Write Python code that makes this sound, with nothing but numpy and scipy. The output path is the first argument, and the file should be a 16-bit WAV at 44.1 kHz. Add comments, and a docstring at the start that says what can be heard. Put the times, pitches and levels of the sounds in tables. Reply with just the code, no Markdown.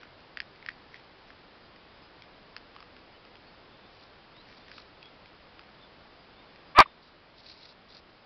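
"""A quiet meadow: steady far air, and close by a small dog cracking dry kibble and grinding the crumbs.
Small birds whistle far off, and the dog noses through dead grass, snapping and rubbing the stalks.
One short, rough yip close by overloads the narrow-band microphone and pulls its gain down.
The jaws shut with a soft pop; then paws scuff the straw. Cracks are splintering impulses ringing mouth and
teeth, straw is grains in coloured noise, the yip is voice pulses through a throat, birds are gliding sines."""
import sys
import numpy as np
from scipy import signal
from scipy.fft import rfft, irfft
from scipy.io import wavfile
from scipy.ndimage import uniform_filter1d

SR = 44100
rng = np.random.default_rng(int(sys.argv[2]) if len(sys.argv) > 2 else 0)


def transcribe(signal):
    """Save signal, clipped to [-1, 1], as a 16-bit WAV file at the path in sys.argv[1]."""
    frames = np.atleast_2d(signal).T
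    limited = np.clip(frames, -1, 1)
    pcm = np.round(limited * 32767).astype(np.int16)
    wavfile.write(sys.argv[1], SR, pcm)


N = 363825
TIME = np.arange(N) / SR  # seconds


def from_db(db):
    """Decibels to gain."""
    return 10 ** (np.asarray(db) / 20)


def rms_one(x):
    """Scale to unit power."""
    return x / np.sqrt(np.mean(x ** 2) + 1e-20)


def cut(x, hz, kind, order=2):
    """Butterworth filter."""
    return signal.sosfilt(signal.butter(order, hz, kind, fs=SR, output="sos"), x + 1e-18)


def colour(x, spectrum):
    """Give a noise a spectrum, drawn straight over log frequency; unit power."""
    hz, db = np.transpose(spectrum)
    bins = np.maximum(np.fft.rfftfreq(N, 1 / SR), 1)
    gain = from_db(np.interp(np.log(bins), np.log(hz), db))
    return rms_one(irfft(rfft(x) * gain, N))


def resonate(x, hz, width):
    """Two-pole resonance with gain 1 on top."""
    r = np.exp(-np.pi * width / SR)
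    zeros = np.array([1, 0, -1]) * (1 - r * r) / 2
    poles = [1, -2 * r * np.cos(2 * np.pi * hz / SR), r * r]
    return signal.lfilter(zeros, poles, x + 1e-18)


def wander(hz):
    """Smooth random drift of spread 1, slower than the given frequency."""
    return rms_one(cut(rng.standard_normal(N), hz, "low"))


def swell(start, length):
    """A rounded rise and fall."""
    return np.sqrt(np.maximum(1 - (2 * (TIME - start) / length - 1) ** 2, 0))


def grains(per_s, spread_db):
    """Random tiny fractures of uneven size."""
    sizes = from_db(spread_db * np.minimum(rng.exponential(1, N), 4))
    return (rng.random(N) < per_s / SR) * sizes * rng.choice([-1, 1], N)


# The far air of the meadow and the hiss. Each row: frequency in Hz, relative density in dB per Hz.
AIR_SPECTRUM = [(8, -39.5), (20, 0.5), (130, -1.5), (300, -1), (600, -1.5), (1030, -3.5), (1900, -7.5),
                (3550, -11), (5150, -13), (5450, -28.5), (5950, -28), (6400, -45)]
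AIR_DB = -55  # RMS level ahead of the microphone


def air():
    """Steady far rush and hiss: noise with a fixed spectrum."""
    return from_db(AIR_DB) * colour(rng.standard_normal(N), AIR_SPECTRUM)


# Clear cracks of kibble between the teeth, close up.
# Each row: start in seconds, peak in dB before crack_db, mouth resonance in Hz, brightness in dB.
CRACKS = [(0.031, -47, 1460, -27), (0.3717, -28.5, 1750, -18), (0.402, -24.5, 1770, -14.5),
          (0.626, -46, 2130, -23), (0.6618, -34, 1840, -15), (0.687, -28.5, 1820, -29),
          (0.6902, -33.5, 1910, -17.5), (0.9425, -41, 1980, -21), (1.3036, -44, 1640, -19),
          (2.221, -44, 2320, -17), (2.5645, -33, 1600, -5), (2.7631, -41.5, 1180, -17),
          (2.8037, -43, 1170, -8), (2.8264, -44, 1234, -20), (2.965, -46.5, 1410, -7),
          (3.251, -46.5, 1090, -2.5), (3.3547, -45.5, 1340, -2), (4.7154, -39.5, 1620, -16),
          (4.781, -39, 1270, -14), (5.028, -43, 2620, -15.5), (5.258, -48, 2100, -14),
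          (5.593, -41.5, 1310, -12)]
# Fragments give way after each crack: longest wait, level against the crack, loudest level before scatter
FRAGMENT_WAIT_S, FRAGMENT_DB, FRAGMENT_TOP_DB = .03, -10.5, -52
LEVEL_SPREAD_DB = 2.5  # scatter of fragments and ticks
# Fainter cracks at random all through the meal; level before scatter and crack_db, pitch before scatter
TICKS_PER_S, TICK_DB, TICK_HZ, TICK_BRIGHT_DB, MEAL_END_S = 2.3, -52.5, 1610, -12, 6.8


def bites(count=40):
    """Every clear crack gets a fragment; fainter cracks fall at random. Rows as in CRACKS."""
    fragments = []
    for s, db, hz, bright_db in CRACKS:
        start = s + FRAGMENT_WAIT_S * rng.uniform(.3, 1)
        level = min(db + FRAGMENT_DB, FRAGMENT_TOP_DB) + LEVEL_SPREAD_DB * rng.normal()
        fragments.append((start, level, hz, bright_db))
    times = np.cumsum(rng.exponential(1 / TICKS_PER_S, count))
    ticks = []
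    for s, (size, pitch) in zip(times, rng.standard_normal((count, 2))):
        if s < MEAL_END_S:
            hz = TICK_HZ * 2 ** (.25 * pitch)
            ticks.append((s, TICK_DB + LEVEL_SPREAD_DB * size, hz, TICK_BRIGHT_DB))
    return list(CRACKS) + fragments + ticks


# Ring of teeth and pellet. Each row: frequency in Hz before detuning,
# level in dB before snap_db and brightness, time to fall 60 dB in seconds.
TEETH_RING = [(2550, 4, .006), (3250, 1, .005), (4400, -1, .005), (5050, 0, .006)]


def crack(mouth_hz, bright_db, mouth_t60=0.0058, damping=0.078, snap_db=8, splinter_db=-16,
          splinter_s=0.0035, low_hz=1400, top_hz=5450, size=1764):
    """One fracture and its splinters ring the mouth cavity and the teeth; peak 1."""
    t = np.arange(size) / SR
    splinters = (rng.random(size) < 2500 / SR) * rng.standard_normal(size)
    force = splinters * from_db(splinter_db) * np.exp(-t / splinter_s)
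    force[0] = 1
    # open lips let out more treble and damp the cavity
    openness = np.clip(damping * (bright_db + 9), -.4, .65)
    ring = np.sin(2 * np.pi * mouth_hz * t) * from_db(-60 * t / (mouth_t60 * (1 - openness)))
    for k, (hz, db, t60) in enumerate(TEETH_RING):
        # every pellet breaks a little differently
        detune = rng.normal(1, .03)
        decay = from_db(db + snap_db + min(bright_db, -12) - 60 * t / t60)
        ring -= (-1) ** k * np.sin(2 * np.pi * hz * detune * t) * decay
    # the small mouth radiates next to nothing in the bass
    edge_hz = min(0.71 * mouth_hz, low_hz * (1 - 1.1 * max(openness, 0)))
    sound = cut(np.convolve(force, ring)[:size], edge_hz, "high", order=6)
    sound = cut(sound, top_hz, "low", order=8)
    return sound / np.abs(sound).max()


# Crumbs being ground, close up. Each row: start in seconds, length in seconds, level in dB.
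CHEWS = [(0.0, 0.043, -56), (0.915, 0.085, -57), (1.26, .06, -62), (4.47, 0.088, -59), (4.66, .07, -59)]


def kibble(crack_db=8, crumb_db=0, crumb_hz=1850, crumb_width=1100):
    """Single cracks, with fine crackle where the crumbs are ground."""
    out = np.zeros(N)
    for s, db, mouth_hz, bright_db in bites():
        sound, at = crack(mouth_hz, bright_db), int(s * SR)
        out[at:at + len(sound)] += from_db(db + crack_db) * sound
    crumbs = resonate(grains(per_s=590, spread_db=4.5), crumb_hz, crumb_width)
    crumbs = rms_one(cut(crumbs, 1200, "high"))
    grinding = sum(from_db(db + crumb_db) * swell(s, length) for s, length, db in CHEWS)
    return out + crumbs * grinding


# The two voices of the farther birds, low and high: pitch in Hz before scatter.
FAR_VOICES_HZ = (3490, 4800)
# FAR_CALLS_PER_S sets the mean pause between notes; FAR_GLIDE is the relative scatter of both pitch ends
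FAR_CALLS_PER_S, FAR_CALL_S, FAR_CALL_DB, FAR_GLIDE = 2.0, .075, -67.5, .03


def far_calls(count=40):
    """Short notes at random times, each a little off its bird's pitch. Rows as in CHIRPS."""
    times = np.cumsum(FAR_CALL_S + rng.exponential(1 / FAR_CALLS_PER_S, count))
    scatter = 1 + FAR_GLIDE * rng.standard_normal((count, 2))
    pitches = rng.choice(FAR_VOICES_HZ, (count, 1)) * scatter
    return [(s, FAR_CALL_S, start_hz, end_hz, FAR_CALL_DB)
            for s, (start_hz, end_hz) in zip(times, pitches) if s + FAR_CALL_S < TIME[-1]]


# The nearer of the far-off birds. Each row: start in seconds, length in seconds,
# first pitch in Hz, last pitch in Hz, level in dB before the flutter.
CHIRPS = [(2.01, 0.077, 5100, 4900, -65), (3.123, 0.067, 2950, 3050, -64), (3.455, 0.062, 4450, 4350, -62),
          (4.333, 0.11, 3410, 4300, -60), (5.014, 0.081, 3270, 3370, -57), (5.801, 0.079, 3655, 3390, -63),
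          (6.361, 0.083, 3530, 3720, -64), (6.63, 0.12, 4900, 4850, -68), (6.819, .13, 3640, 3590, -63)]


def birds(level_db=0):
    """Thin gliding whistles with a slightly unsteady pitch."""
    out = np.zeros(N)
    unsteady = 1 + .008 * wander(120)
    for s, length, start_hz, end_hz, db in list(CHIRPS) + far_calls():
        span = np.arange(int(s * SR), int((s + length) * SR))
        along = np.linspace(0, 1, len(span))
        hz = (start_hz + (end_hz - start_hz) * along) * unsteady[span]
        whistle = np.sin(np.pi * along) * np.sin(2 * np.pi * np.cumsum(hz) / SR)
        out[span] += from_db(db + level_db) * np.sqrt(2) * whistle
    # the trees make each note flutter
    return out * from_db(2.5 * wander(90) - .5)


# Muzzle, then paws, pushing through straw close by.
# Each row: start in seconds, length in seconds, level in dB before clumping.
SCUFFS = [(3.888, 0.22, -65), (4.457, 0.21, -63.5), (4.695, 0.15, -57), (7.02, .08, -61),
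          (7.348, 0.15, -57.5), (7.456, .1, -51), (7.555, 0.18, -52), (7.882, 0.125, -54),
          (8.086, 0.028, -60)]
# Colour of the snapping stalks. Each row: frequency in Hz, relative density in dB per Hz.
STRAW_SPECTRUM = [(1000, -19), (2200, -7.5), (3200, -7), (3900, 2), (4900, 2.5), (6000, -15), (7000, -27)]


def straw(level_db=0, stalks_per_s=900, rub=0.85):
    """Each push snaps dry stalks in clumps and rubs them against each other."""
    snaps = rms_one(grains(stalks_per_s, spread_db=3.0))
    stalks = colour(snaps + rub * rng.standard_normal(N), STRAW_SPECTRUM)
    clumps = from_db(3 * wander(70) - 1)
    pushes = sum(from_db(db + level_db) * swell(s, length) for s, length, db in SCUFFS)
    return stalks * clumps * pushes


# The yip: fade-in starts, peak is reached, peak is held for, throat is shut, length of both fades
YIP_START_S, YIP_PEAK_S, YIP_HOLD_S, YIP_END_S, YIP_SHUT_S = 6.748, 6.792, .015, 6.829, 0.0032
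YIP_DB, YIP_RISE_DB_PER_S, YIP_FALL_DB_PER_S = -7, 760, 739.5  # level before surges, slopes


def yip_level():
    """Level in dB under the peak: a steady rise, a short hold, a steady fall."""
    rise = YIP_RISE_DB_PER_S * (TIME - YIP_PEAK_S)
    fall = YIP_FALL_DB_PER_S * (YIP_PEAK_S + YIP_HOLD_S - TIME)
    return np.clip(np.minimum(rise, fall), -120, 0)


# The pitch flicks up and back: floor, top, when it tops, half-width of the flick
YIP_LOW_HZ, YIP_TOP_HZ, YIP_TOP_S, YIP_FLICK_S = 555.5, 821.6, 6.796, .011
YIP_ROUGH = .95  # roughness at full effort (0-1)
# Gain on the upper throat resonances at no effort and at full effort
YIP_SOFT_BRIGHT_DB, YIP_FULL_BRIGHT_DB = -1, -5.5
# Throat and open mouth. Each row: frequency in Hz, width in Hz, gain in dB (upper two before brightness).
THROAT = [(600, 140, -17), (1110, 220, 0), (2400, 360, -3), (3600, 500, -13)]
# At its loudest the yip surges twice and overloads the microphone.
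# Each row: start in seconds, extra level in dB.
SURGES = [(6.787, 7.5), (6.8012, 6.5)]
SURGE_S = .005


def yip(tilt_db=-3.5, top_hz=4400, jitter=0.034, rasp=0.29, doubling=1.3, count=9):
    """Vocal folds that fall into uneven strong-weak beats at full effort, through the throat."""
    effort = from_db(yip_level())
    flick = 1 / (1 + ((TIME - YIP_TOP_S) / YIP_FLICK_S) ** 2)
    pitch = YIP_LOW_HZ + (YIP_TOP_HZ - YIP_LOW_HZ) * flick
    rough = YIP_ROUGH * effort ** .7
    bright_db = YIP_SOFT_BRIGHT_DB + (YIP_FULL_BRIGHT_DB - YIP_SOFT_BRIGHT_DB) * effort
    db = YIP_DB + sum(extra_db * swell(s, SURGE_S) for s, extra_db in SURGES)
    sounding = np.clip(np.minimum(TIME - YIP_START_S, YIP_END_S - TIME) / YIP_SHUT_S, 0, 1)

    shaky_pitch = pitch * (1 + jitter * rough * wander(300))
    phase = 2 * np.pi * np.cumsum((sounding > 0) * shaky_pitch) / SR
    # harmonics fall by tilt_db per octave
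    harmonics = (from_db(tilt_db * np.log2(k)) * np.cos(k * phase) for k in range(1, count + 1))
    pulses = rms_one(sum(harmonics))
    # half the pitch makes every other beat weaker
    folds = pulses * (1 + doubling * rough * np.cos(phase / 2 + .5 * wander(150)))
    folds += rasp * (1 + rough) * (1 + np.cos(phase)) * rng.standard_normal(N)

    formants = [(-1) ** k * from_db(gain) * resonate(folds, hz, width)
                for k, (hz, width, gain) in enumerate(THROAT)]
    # at full effort the main resonance takes over from the two upper ones
    voice = sum(formants[:2]) + from_db(bright_db) * sum(formants[2:])
    voice = cut(voice, top_hz, "low", order=3)
    # level out the beats over 110 samples, then apply the yip's own level
    voice /= np.sqrt(np.abs(uniform_filter1d(voice ** 2, size=110)) + 1e-12)
    return cut(voice * from_db(db) * effort * sounding, 560, "high", order=6)


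# The jaws shutting after the yip, close up. One row: start in seconds, peak in dB,
# mouth resonance in Hz, length in seconds.
JAW_POP = (6.8575, -32, 1100, .006)


def jaw_pop():
    """A soft, hollow pop: a few cycles of the mouth resonance."""
    s, db, hz, length = JAW_POP
    return from_db(db) * swell(s, length) ** 2 * np.sin(2 * np.pi * hz * (TIME - s))


# The dog's sounds thrown back from the ground. Each row: delay in seconds, level in dB before the bass cut.
ECHOES = [(.015, -15), (.026, -35)]


def meadow(x, scatter_db=-43, scatter_t60=.2, echo_low_hz=1800, size=11025):
    """Thin early echoes and a faint, short scatter from the grass."""
    echoes = sum(from_db(db) * np.interp(TIME - delay, TIME, x) for delay, db in ECHOES)
    echoes = cut(echoes, echo_low_hz, "high", order=4)
    tail = cut(rng.standard_normal(size), 1800, "high") * from_db(-60 * TIME[:size] / scatter_t60)
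    scatter = signal.fftconvolve(x, tail / np.linalg.norm(tail))[:N]
    return x + echoes + from_db(scatter_db) * scatter


def scene():
    """The dog in front, birds and air behind."""
    dog = meadow(kibble() + yip() + jaw_pop())
    return (dog + straw() + birds() + air())[None]


# The microphone's band edge, hard ceiling (1 = full scale) and last low-pass
BAND_HZ, CEILING, CUTOFF_HZ = 6750, .71, 16000


def record(dry, threshold_db=-4, squeeze=0.2, release_db_per_s=0.15, rail=0.65, fold_knee=1.0,
           fold=2.1, fold_depth=0.64):
    """Slow gain control, an overloaded input, a narrow band and a hard ceiling."""
    level_db = 20 * np.log10(np.abs(dry[0]) + 1e-9)
    over = np.maximum(level_db - threshold_db, 0) * squeeze
    # the gain cut holds its highest value and lets go slowly
    release = release_db_per_s * TIME
    held = np.maximum.accumulate(over + release) - release
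    x = dry * from_db(-cut(held, 17, "low", order=1))
    rounded = x / (1 + (x / rail) ** 6) ** (1 / 6)
    # the deepest troughs fold back upwards, which adds a thump and a buzz
    x = rounded + np.clip(fold * (-x - fold_knee), 0, fold_depth)
    x = signal.sosfilt(signal.cheby2(16, 80, BAND_HZ, fs=SR, output="sos"), x)
    return cut(np.clip(x, -CEILING, CEILING), CUTOFF_HZ, "low", order=24)


dry = scene()
out = record(dry)
transcribe(out)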